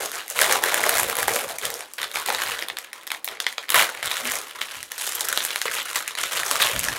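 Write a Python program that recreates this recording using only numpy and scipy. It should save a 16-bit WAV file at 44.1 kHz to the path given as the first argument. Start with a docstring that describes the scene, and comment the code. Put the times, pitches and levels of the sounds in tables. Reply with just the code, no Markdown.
"""Stiff baking paper is peeled by hand off a hard plastic bowl on a wooden table, heard close up.
Clear snaps and dense crackle: each snap is a pop of a ringing flat facet plus a bright noise tick of the fold.
The bowl slips in jerks that ring low table modes; twice its wall hums as a wavering sine.
Sparse decaying taps add a short room tail to the paper; shaped noise is the still air."""
import sys
import numpy as np
from scipy import signal
from scipy.fft import rfft, irfft, next_fast_len
from scipy.io import wavfile
from scipy.ndimage import uniform_filter1d

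SR = 44100
rng = np.random.default_rng(int(sys.argv[2]) if len(sys.argv) > 2 else 0)


def dump_mix(stems):
    """Bounce the given channels to the path in sys.argv[1] as a 16-bit WAV at rate SR."""
    frames = np.atleast_2d(stems).T  # one column per channel
    limited = np.clip(frames, -1, 1)  # hard clip at full scale
    pcm = np.round(limited * 32767).astype(np.int16)
    wavfile.write(sys.argv[1], SR, pcm)


def nominal_scale(level):
    """Amplitude ratio for a level in decibels (scalar or array-like)."""
    x = np.asarray(level, float) / 20
    return 10 ** x


N = 307818

# tugs of the hand, each freeing a crowd of small snaps: (start [s], hold [s], effort [dB], ticks over pops [dB])
HAND_TUGS = [(0.0, 0.042, -31.5, 3.5), (0.125, 0.061, -33, -0.5), (0.288, 0.028, -39.5, 4.5),
             (0.349, 0.076, -29, 2), (0.398, 0.055, -23, 2), (0.487, 0.065, -23, 0.5),
             (0.628, 0.22, -27, 0.5), (0.832, 0.096, -27.5, 0), (0.922, 0.098, -28, 3),
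             (1.072, 0.043, -31, 1), (1.163, 0.053, -30, 2.5), (1.273, 0.12, -30.5, 6),
             (1.477, 0.032, -35.5, 4), (1.61, 0.05, -32.5, 1), (1.723, 0.095, -40, -0.5),
             (1.886, 0.13, -65, 14), (1.979, 0.055, -32, -3.5), (2.136, 0.055, -28.5, -1.5),
             (2.254, 0.1, -31.5, -1), (2.381, 0.15, -29.5, -2), (2.583, 0.032, -34, -3.5),
             (2.815, 0.051, -47, -11), (2.932, 0.087, -46, -3.5), (3.108, .03, -45, 4),
             (3.289, .03, -38.5, -17), (3.32, 0.053, -44.5, -19), (3.48, 0.037, -53, 8),
             (3.586, 0.059, -45.5, -3), (3.694, .04, -32, -2), (3.747, 0.048, -17, 0.5),
             (3.928, 0.063, -37.5, -3.5), (4.024, 0.045, -30, -1), (4.09, 0.077, -33, 3),
             (4.177, 0.037, -33, -2), (4.239, 0.12, -31, 2.5), (4.4, 0.1, -42.5, 0.5),
             (4.546, 0.04, -39.5, -2), (4.607, 0.018, -38.5, 4.5), (4.68, 0.098, -40.5, 2.5),
             (4.898, 0.066, -43, 1.5), (4.978, 0.13, -37, 8), (5.143, .15, -34.5, 2.5),
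             (5.296, 0.21, -34.5, 3), (5.533, 0.042, -42.5, 6), (5.65, 0.02, -33, -3),
             (5.71, 0.079, -31.5, 2), (5.853, 0.045, -34.5, 1), (5.943, 0.041, -31, 2),
             (6.055, 0.047, -39.5, 0.5), (6.171, 0.072, -30, 3), (6.308, 0.085, -29, 3),
             (6.442, 0.27, -30.5, 3), (6.597, 0.033, -21, 0), (6.705, .08, -34, -0.5),
             (6.822, .17, -32.5, 1)]
# slack of the sheet, favours wide facets over small: (time [s], wide-facet gain [dB])
SHEET_SLACK = [(0.0, 6.5), (.2, -5.5), (.5, 3.5), (1.0, 5), (1.4, 5.5), (1.7, 6.5), (2.1, -6), (2.22, -15),
               (2.3, 7), (2.4, -7), (2.6, -1), (3.0, -2), (3.35, 1), (3.6, -4.5), (4.1, -3), (4.33, 1),
               (4.6, -7), (5.0, -10), (5.3, -3), (5.6, -5), (5.8, -10), (6.1, -8.5), (6.5, -1), (6.98, 0)]
# sharpness of the crease, favours bright ticks over dull: (time [s], tilt [dB])
CREASE_SHARPNESS = [(0.0, -4), (1.3, 3.5), (1.7, -4.5), (2.6, 1.5), (3.2, -1), (3.25, 8), (3.35, -8),
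                    (3.66, -4), (3.72, 8), (3.84, 1), (4.0, -2), (6.98, -3.5)]
# borders between wide, middle and small facets: (pitch [Hz])
FACET_BORDERS_HZ = [870, 2500]
# colour of paper and microphone together: (frequency [Hz], gain [dB])
PAPER_COLOUR = [(40, -43), (150, -26.5), (250, -17), (340, -10.5), (480, -6.5), (900, -3.5), (1900, 3.5),
                (2700, 0.5), (3700, 3), (4900, 0.5), (7000, -0.5), (11000, -1.5), (15500, -1.5)]
# shoves of the bowl over the table: (start [s], hold [s], rumble [dB])
BOWL_SHOVES = [(.39, .06, -67), (.48, 0.037, -63), (.61, .04, -55), (.72, 0.056, -59), (.94, 0.027, -48),
               (1.01, 0.014, -39), (1.17, .03, -49), (1.22, .02, -45), (1.28, .02, -44), (1.44, 0.015, -51),
               (1.51, 0.016, -57), (1.63, 0.043, -50), (2.46, 0.044, -54), (3.74, 0.052, -51),
               (4.03, 0.018, -49), (4.24, 0.075, -55), (4.75, .05, -55), (5.65, 0.023, -62),
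               (6.33, 0.083, -55), (6.51, 0.04, -55), (6.61, 0.035, -49), (6.73, 0.021, -33),
               (6.8, .03, -41.5), (6.87, 0.017, -36)]
# modes of the table top: (frequency [Hz], width [Hz], relative level [dB])
TABLE_MODES = [(55, 20, -4), (109, 20, 1), (136, 16, -6), (174, 16, -4), (262, 22, -6)]
# spectrum of the still air: (frequency [Hz], relative density [dB per Hz])
AIR_SPECTRUM = [(30, -30), (60, 5), (100, -16), (300, 11), (1000, 9), (4000, 1), (15000, -20)]
# room decay: (frequency [Hz], t60 [s])
ROOM_DECAY = [(400, 0.27), (1500, 0.097), (4000, 0.16), (12000, 0.071)]
# clear snaps, peaks before colouring: (time [s], facet pitch [Hz], pop peak [dB], tick peak [dB])
CLEAR_SNAPS = [(0.117, 1440, -21.5, -12), (0.28, 2110, -26, -18), (0.301, 4480, -31, -11),
               (0.39, 1410, -5.5, -6), (0.418, 1600, -5, -3), (0.511, 1540, -10.5, -13),
               (0.525, 1750, -10, -1), (0.638, 1740, -8, -3), (0.694, 2030, -14, -24),
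               (0.743, 1700, -7.5, -5), (0.866, 585, -3.5, -17), (0.893, 1620, -7, -1.5),
               (0.953, 1380, -14, -8), (0.983, 1110, -11, -1.5), (0.99, 1970, -23, -10),
               (1.031, 670, -14, -12), (1.098, 4000, -16, -9), (1.154, 1470, -17, -10),
               (1.168, 526, -10, -6.5), (1.187, 497, -7.5, -9), (1.229, 1650, -12, -10),
               (1.281, 840, -2.5, -5), (1.362, 530, -5, -17), (1.444, 514, -14.5, -42),
               (1.585, 2230, -19.5, -13), (1.653, 3200, -13, -8.5), (1.703, 1690, -20, -11),
               (1.741, 2990, -29, -12), (1.807, 2340, -17.5, -17), (1.936, 2370, -29, -17.5),
               (2.03, 1980, -15.5, -14), (2.115, 3620, -21.5, -22.5), (2.159, 3400, -19, -17),
               (2.261, 3550, -17, -12), (2.286, 780, -9, -19), (2.302, 850, -8.5, -12),
               (2.325, 840, -13, -14), (2.348, 3760, -7, -17), (2.419, 1600, -8.5, -12),
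               (2.463, 1960, -14.5, -35), (2.59, 3800, -16.5, -22), (2.624, 2080, -13.5, -22),
               (2.685, 3520, -15, -16), (2.7, 2040, -14, -44), (2.77, 3600, -12.5, -23),
               (2.786, 2070, -19, -14), (2.845, 1780, -27, -24.5), (2.931, 2000, -19, -20),
               (3.069, 3500, -26, -17), (3.075, 3530, -21, -21), (3.104, 2300, -16.5, -23),
               (3.117, 2030, -10.5, -16), (3.147, 1980, -19.5, -31), (3.245, 4140, -19.5, -7.5),
               (3.277, 2290, -14, -27), (3.287, 3280, -18, -19), (3.402, 3460, -10.5, -13),
               (3.443, 3980, -20, -36), (3.466, 2100, -5.5, -14.5), (3.526, 1880, -25, -24),
               (3.581, 3900, -11, -28), (3.685, 2070, -21, -41), (3.692, 3300, -12, -16),
               (3.703, 3680, -9, -2.5), (3.721, 3940, -14, -16), (3.744, 1210, -0.5, 0),
               (4.028, 2020, -12, -17), (4.058, 1220, -22, -11), (4.114, 3600, -8, -16),
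               (4.168, 1910, -17.5, -20), (4.248, 1060, -29, -17), (4.319, 1070, -18.5, -9),
               (4.355, 2040, -23, -15), (4.615, 3200, -9.5, -16.5), (4.829, 1980, -22.5, -15),
               (4.918, 1830, -22.5, -14.5), (4.98, 3340, -23, -16.5), (5.012, 3420, -17, -13),
               (5.039, 2970, -19, -18), (5.067, 1440, -25, -10), (5.075, 1870, -16, -16),
               (5.092, 1830, -26, -17), (5.123, 3060, -23, -19), (5.155, 2020, -34, -11.5),
               (5.208, 3870, -12, -6.5), (5.25, 2020, -26, -15), (5.286, 3000, -17, -8.5),
               (5.327, 3560, -15.5, -10.5), (5.36, 2980, -22, -16), (5.375, 3460, -5.5, -5.5),
               (5.405, 3270, -11.5, -33), (5.428, 3400, -20, -19), (5.439, 3400, -29, -13),
               (5.45, 1680, -15.5, -8.5), (5.506, 3460, -10.5, -37), (5.559, 3950, -9, -9),
               (5.616, 2020, -10.5, -8.5), (5.656, 482, -8, -12), (5.681, 2050, -14.5, -33),
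               (5.738, 2240, -22, -15), (5.931, 3630, -16.5, -20), (5.958, 1990, -13.5, -8.5),
               (5.962, 2360, -12, -10), (6.078, 2520, -14, -12.5), (6.152, 4080, -17, -21),
               (6.258, 1950, -20, -18), (6.393, 2080, -15, -19), (6.433, 1740, -11.5, -14),
               (6.512, 1110, -9, -5), (6.556, 1170, -10, -11), (6.607, 2260, -18, -23),
               (6.619, 3600, -5.5, -20), (6.762, 1350, -14, -15), (6.793, 2130, -20.5, -6),
               (6.841, 1980, -13.5, -10), (6.885, 1730, -9.5, -15)]
# hums of the bowl wall: (start [s], length [s], mean pitch [Hz], peak [dB])
WALL_HUMS = [(4.22, 0.095, 254, -37.5), (6.505, 0.054, 274, -43)]

TUG_RISE_S = 0.005
WIDE_FALL_DB_PER_S, POP_FALL_DB_PER_S, TICK_FALL_DB_PER_S = 144, 184, 209
AFTER_POP_DB, AFTER_TICK_DB = -30.5, -25  # crowd freed by a clear snap, relative to its peaks
SMALL_DB, SMALL_DB_PER_SLACK_DB = -3.5, -0.39
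SHOVE_RISE_S, SHOVE_FALL_DB_PER_S = 0.016, 300
DRAG_DB = -29.5  # drag of the bowl, relative to tug effort
TICK_HZ, TICK_HZ_PER_DB = 10000, 76  # the more a tick leads its pop, the brighter it is
CREASE_HZ_PER_DB = 304

SNAP_T = np.arange(600) / SR
TICK_HIGHPASS = signal.butter(4, 4800, "high", fs=SR, output="sos")


def evened(x):
    """Scales to rms 1."""
    return x / np.sqrt(np.mean(x ** 2) + 1e-20)


def peaked(x):
    """Scales to peak 1."""
    return x / np.max(abs(x))


def read(points, hz):
    """Reads a spectrum on a log-frequency axis."""
    f, value = np.transpose(points)
    return np.interp(np.log(hz + 1), np.log(f + 1), value)


def shaped(x, points):
    """Filters by a spectrum in dB."""
    size = next_fast_len(len(x))
    gain = nominal_scale(read(points, np.fft.rfftfreq(size, 1 / SR)))
    return irfft(rfft(x, size) * gain, size)[:len(x)]


def control(table):
    """Reads a control curve at every sample."""
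    return np.interp(np.arange(N) / SR, *np.transpose(table))


def gestures(start, hold, db, rise_s, fall_db_per_s):
    """Each gesture rises, holds and dies away; their powers add to one gain per sample."""
    t = np.arange(0, N / SR + .002, .001)
    since = t[:, None] - start
    fall_db = fall_db_per_s * np.maximum(since - rise_s - hold, 0)
    gain = np.clip(since / rise_s, 0, 1) * nominal_scale(db - fall_db)
    return np.interp(np.arange(N) / SR, t, np.sqrt((gain ** 2).sum(axis=1)))


def decaying_sine(hz, cycles):
    """A mode that dies by 1/e in the given number of cycles."""
    return np.sin(2 * np.pi * hz * SNAP_T) * np.exp(-SNAP_T * hz / cycles)


def pop(hz, chance, cycles=1.9, upper=.8, lower=.35, rough=.55, rough_s=.0016, rise_s=.0004):
    """A facet flips and rings a few cycles, with a higher and a lower mode and a ragged edge."""
    above_hz = hz * (1.357 + 1.33 * abs(np.tanh(chance[0])))
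    below_hz = hz / (1.666 + 0.94 * abs(np.tanh(chance[1])))
    ring = decaying_sine(hz, cycles)
    ring = ring + upper * decaying_sine(above_hz, cycles)
    ring = ring + lower * decaying_sine(below_hz, cycles / 2)
    smooth = uniform_filter1d(uniform_filter1d(chance, size=4), size=5)
    ragged = smooth * np.exp(-SNAP_T / rough_s)
    onset = np.minimum(SNAP_T / rise_s, 1)
    return peaked((peaked(ring) + rough * peaked(ragged)) * onset)


def tick(hz, chance, typical_decay_s=0.001, width_hz=4000, rise_s=0.00007):
    """The fold itself cracks: about a millisecond of bright noise around its own centre."""
    band = np.exp(-((np.fft.rfftfreq(len(SNAP_T), 1 / SR) - hz) / width_hz) ** 2 / 2)
    decay_s = typical_decay_s * np.exp(.4 * np.tanh(chance[1]))
    envelope = np.exp(-SNAP_T / decay_s) * np.minimum(SNAP_T / rise_s, 1)
    return peaked(signal.sosfilt(TICK_HIGHPASS, irfft(rfft(chance) * band) * envelope))


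def handling():
    """Gains of wide, middle and small facets and of ticks, from tugs, clear snaps and the slack of the sheet."""
    start, hold, effort_db, crisp_db = np.transpose(HAND_TUGS)
    snap_s, _, pop_db, tick_db = np.transpose(CLEAR_SNAPS)
    start, hold = np.r_[start, snap_s], np.r_[hold, 0 * snap_s]
    pops_db = np.r_[effort_db, pop_db + AFTER_POP_DB]
    ticks_db = np.r_[effort_db + crisp_db, tick_db + AFTER_TICK_DB]
    wide = gestures(start, hold, pops_db, TUG_RISE_S, WIDE_FALL_DB_PER_S)
    middle = gestures(start, hold, pops_db, TUG_RISE_S, POP_FALL_DB_PER_S)
    ticks = gestures(start, hold, ticks_db, TUG_RISE_S, TICK_FALL_DB_PER_S)
    slack_db = control(SHEET_SLACK)
    small = np.sqrt(middle * ticks) * nominal_scale(SMALL_DB + SMALL_DB_PER_SLACK_DB * slack_db)
    return wide * nominal_scale(slack_db), middle, small, ticks


def crackle(per_s=2000, spread_db=3.5, clump_db=1.5, bright_db=5.0, region_db=3.5, count=60):
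    """Countless small snaps in clumps; a few are much larger, and the facets at work change as the fold travels."""
    clumps = evened(uniform_filter1d(uniform_filter1d(rng.standard_normal(N), size=300), size=300))
    size_db = spread_db * np.minimum(rng.exponential(1, N), 4) + clump_db * clumps
    size = nominal_scale(size_db) * (rng.random(N) < per_s / SR)
    # the hand sets the power over a twentieth of a second
    size = size / np.sqrt(uniform_filter1d(size ** 2, size=2200))
    bright = nominal_scale(bright_db * np.clip(rng.standard_normal(N), -2, 2))
    facet = rng.integers(0, count, N)
    chance = rng.standard_normal((count, 2, len(SNAP_T)))

    # eight pitch regions take changing shares of the power
    regions = evened(uniform_filter1d(rng.standard_normal((N // 1024 + 1, 8)), size=3, axis=0))
    share = nominal_scale(region_db * regions)
    share = share / np.sqrt((share ** 2).mean(axis=1, keepdims=True))
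    size = size * share[np.arange(N) // 1024, facet * 8 // count]
    bright = bright * nominal_scale(control(CREASE_SHARPNESS) * np.tanh(chance[facet, 1, 0]))

    parts = np.zeros((4, N))  # wide, middle and small facets, then ticks
    for k, hz in enumerate(np.geomspace(400, 4200, count)):
        train = size * (facet == k)
        group = np.searchsorted(FACET_BORDERS_HZ, hz)
        tick_hz = 9500 + 2500 * np.tanh(chance[k, 1, 0])
        parts[group] += signal.oaconvolve(train, pop(hz, chance[k, 0], upper=0.2))[:N]
        parts[-1] += signal.oaconvolve(train * bright, tick(tick_hz, chance[k, 1]))[:N]
    return sum(gain * evened(part) for gain, part in zip(handling(), parts))


def drag():
    """How hard the bowl drags on the table: the shoves, and a share of every tug."""
    tug_rows = [(s, hold, db + DRAG_DB) for s, hold, db, _ in HAND_TUGS]
    rows = np.r_[BOWL_SHOVES, tug_rows]
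    return gestures(*rows.T, SHOVE_RISE_S, SHOVE_FALL_DB_PER_S)


def rumble(slips_per_s=300, spread_db=-1.0):
    """The bowl slips in small jerks that ring the table top."""
    sizes = nominal_scale(spread_db * rng.exponential(1, N)) * np.sign(rng.standard_normal(N))
    jerks = sizes * (rng.random(N) < slips_per_s / SR)
    t = np.arange(8000) / SR
    ring = sum(nominal_scale(db) * np.sin(2 * np.pi * hz * t) * np.exp(-np.pi * width_hz * t)
               for hz, width_hz, db in TABLE_MODES)
    rung = signal.oaconvolve(jerks, ring)[:N]
    rung = drag() * rung / np.sqrt(uniform_filter1d(rung ** 2, size=2500))
    return signal.sosfilt(signal.butter(4, 52, "high", fs=SR, output="sos"), rung)


def still_air(level_db=-56):
    """Steady noise shaped by the spectrum of the still air."""
    return nominal_scale(level_db) * evened(shaped(rng.standard_normal(N), AIR_SPECTRUM))


def room(x, build_s=0.0075, turn_s=.05, count=4):
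    """Sparse random-sign taps build up, then die band by band.
    Four random tails take turns at a fixed pace, so no single tail colours the sound."""
    at = np.arange(0, SR // 2 - 20, 20)
    turn = (np.arange(N) / (turn_s * SR)).astype(int) % count
    out = np.zeros(N)
    for k, (shift, sign) in enumerate(rng.random((count, 2, len(at)))):
        taps = np.zeros(SR // 2)
        build = np.minimum(at / (build_s * SR), 1) ** 2
        taps[at + (20 * shift).astype(int)] = np.sign(sign - .5) * build
        hz, t, z = signal.stft(taps, SR, nperseg=128)
        decay = nominal_scale(-60 * t / read(ROOM_DECAY, hz)[:, None])
        tail = signal.istft(z * decay, SR, nperseg=128)[1]
        out += signal.oaconvolve(x * (turn == k), tail / np.linalg.norm(tail))[:N]
    return out


def snaps(lead_s=.0012, lead_db=-21.0, lead_spread_db=9.0):
    """The clear snaps, each with its own facet pitch; the fold starts to give a moment before it breaks."""
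    size = len(SNAP_T)
    out = np.zeros(N + size)
    chances = rng.standard_normal((len(CLEAR_SNAPS), 4, size))
    for (s, pop_hz, pop_db, tick_db), (a, b, c, d) in zip(CLEAR_SNAPS, chances):
        crease_db = np.interp(s, *np.transpose(CREASE_SHARPNESS))
        tick_hz = TICK_HZ + TICK_HZ_PER_DB * (tick_db - pop_db) + CREASE_HZ_PER_DB * crease_db
        at = round(s * SR)
        early = round((s - lead_s * (.4 + abs(np.tanh(c[2])))) * SR)
        snap = nominal_scale(pop_db) * pop(pop_hz, a) + nominal_scale(tick_db) * tick(tick_hz, b)
        give = nominal_scale(pop_db) * pop(pop_hz * np.exp(0.12 * c[3]), c) + nominal_scale(tick_db) * tick(tick_hz, d)
        out[at:at + size] += snap
        out[early:early + size] += nominal_scale(lead_db + lead_spread_db * np.tanh(c[4])) * give
    return out[:N]


def hums(waver=0.047):
    """The bowl wall hums briefly as it rubs: a low wavering tone that swells and fades."""
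    out = np.zeros(N)
    for s, length_s, hz, db in WALL_HUMS:
        t = np.arange(0, length_s, 1 / SR)
        drift = 1 + waver * evened(uniform_filter1d(rng.standard_normal(8000), size=600))[:len(t)]
        tone = np.sin(2 * np.pi * np.cumsum(hz * drift) / SR)
        out[round(s * SR):][:len(t)] += nominal_scale(db) * np.sin(np.pi * t / length_s) * tone
    return out


def scene():
    """Paper with its room tail, the table, the bowl wall and the still air."""
    paper = shaped(nominal_scale(-2.5) * crackle() + snaps(), PAPER_COLOUR)
    mix = paper + nominal_scale(-10.0) * room(paper) + rumble() + hums() + still_air()
    return mix[None]


def top_cut(x):
    """Nothing passes above the cut-off."""
    return signal.sosfilt(signal.butter(12, 16820, fs=SR, output="sos"), x)


def record(dry):
    """Band limit at 15.9 kHz, then a hard ceiling at full scale."""
    lowpass = signal.firwin(255, 15900, window=("kaiser", 9), fs=SR)
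    limited = signal.oaconvolve(dry, lowpass[None], "same")
    mix = np.clip(limited, -1, 1)
    return top_cut(mix)


dry = scene()
out = record(dry)
dump_mix(out)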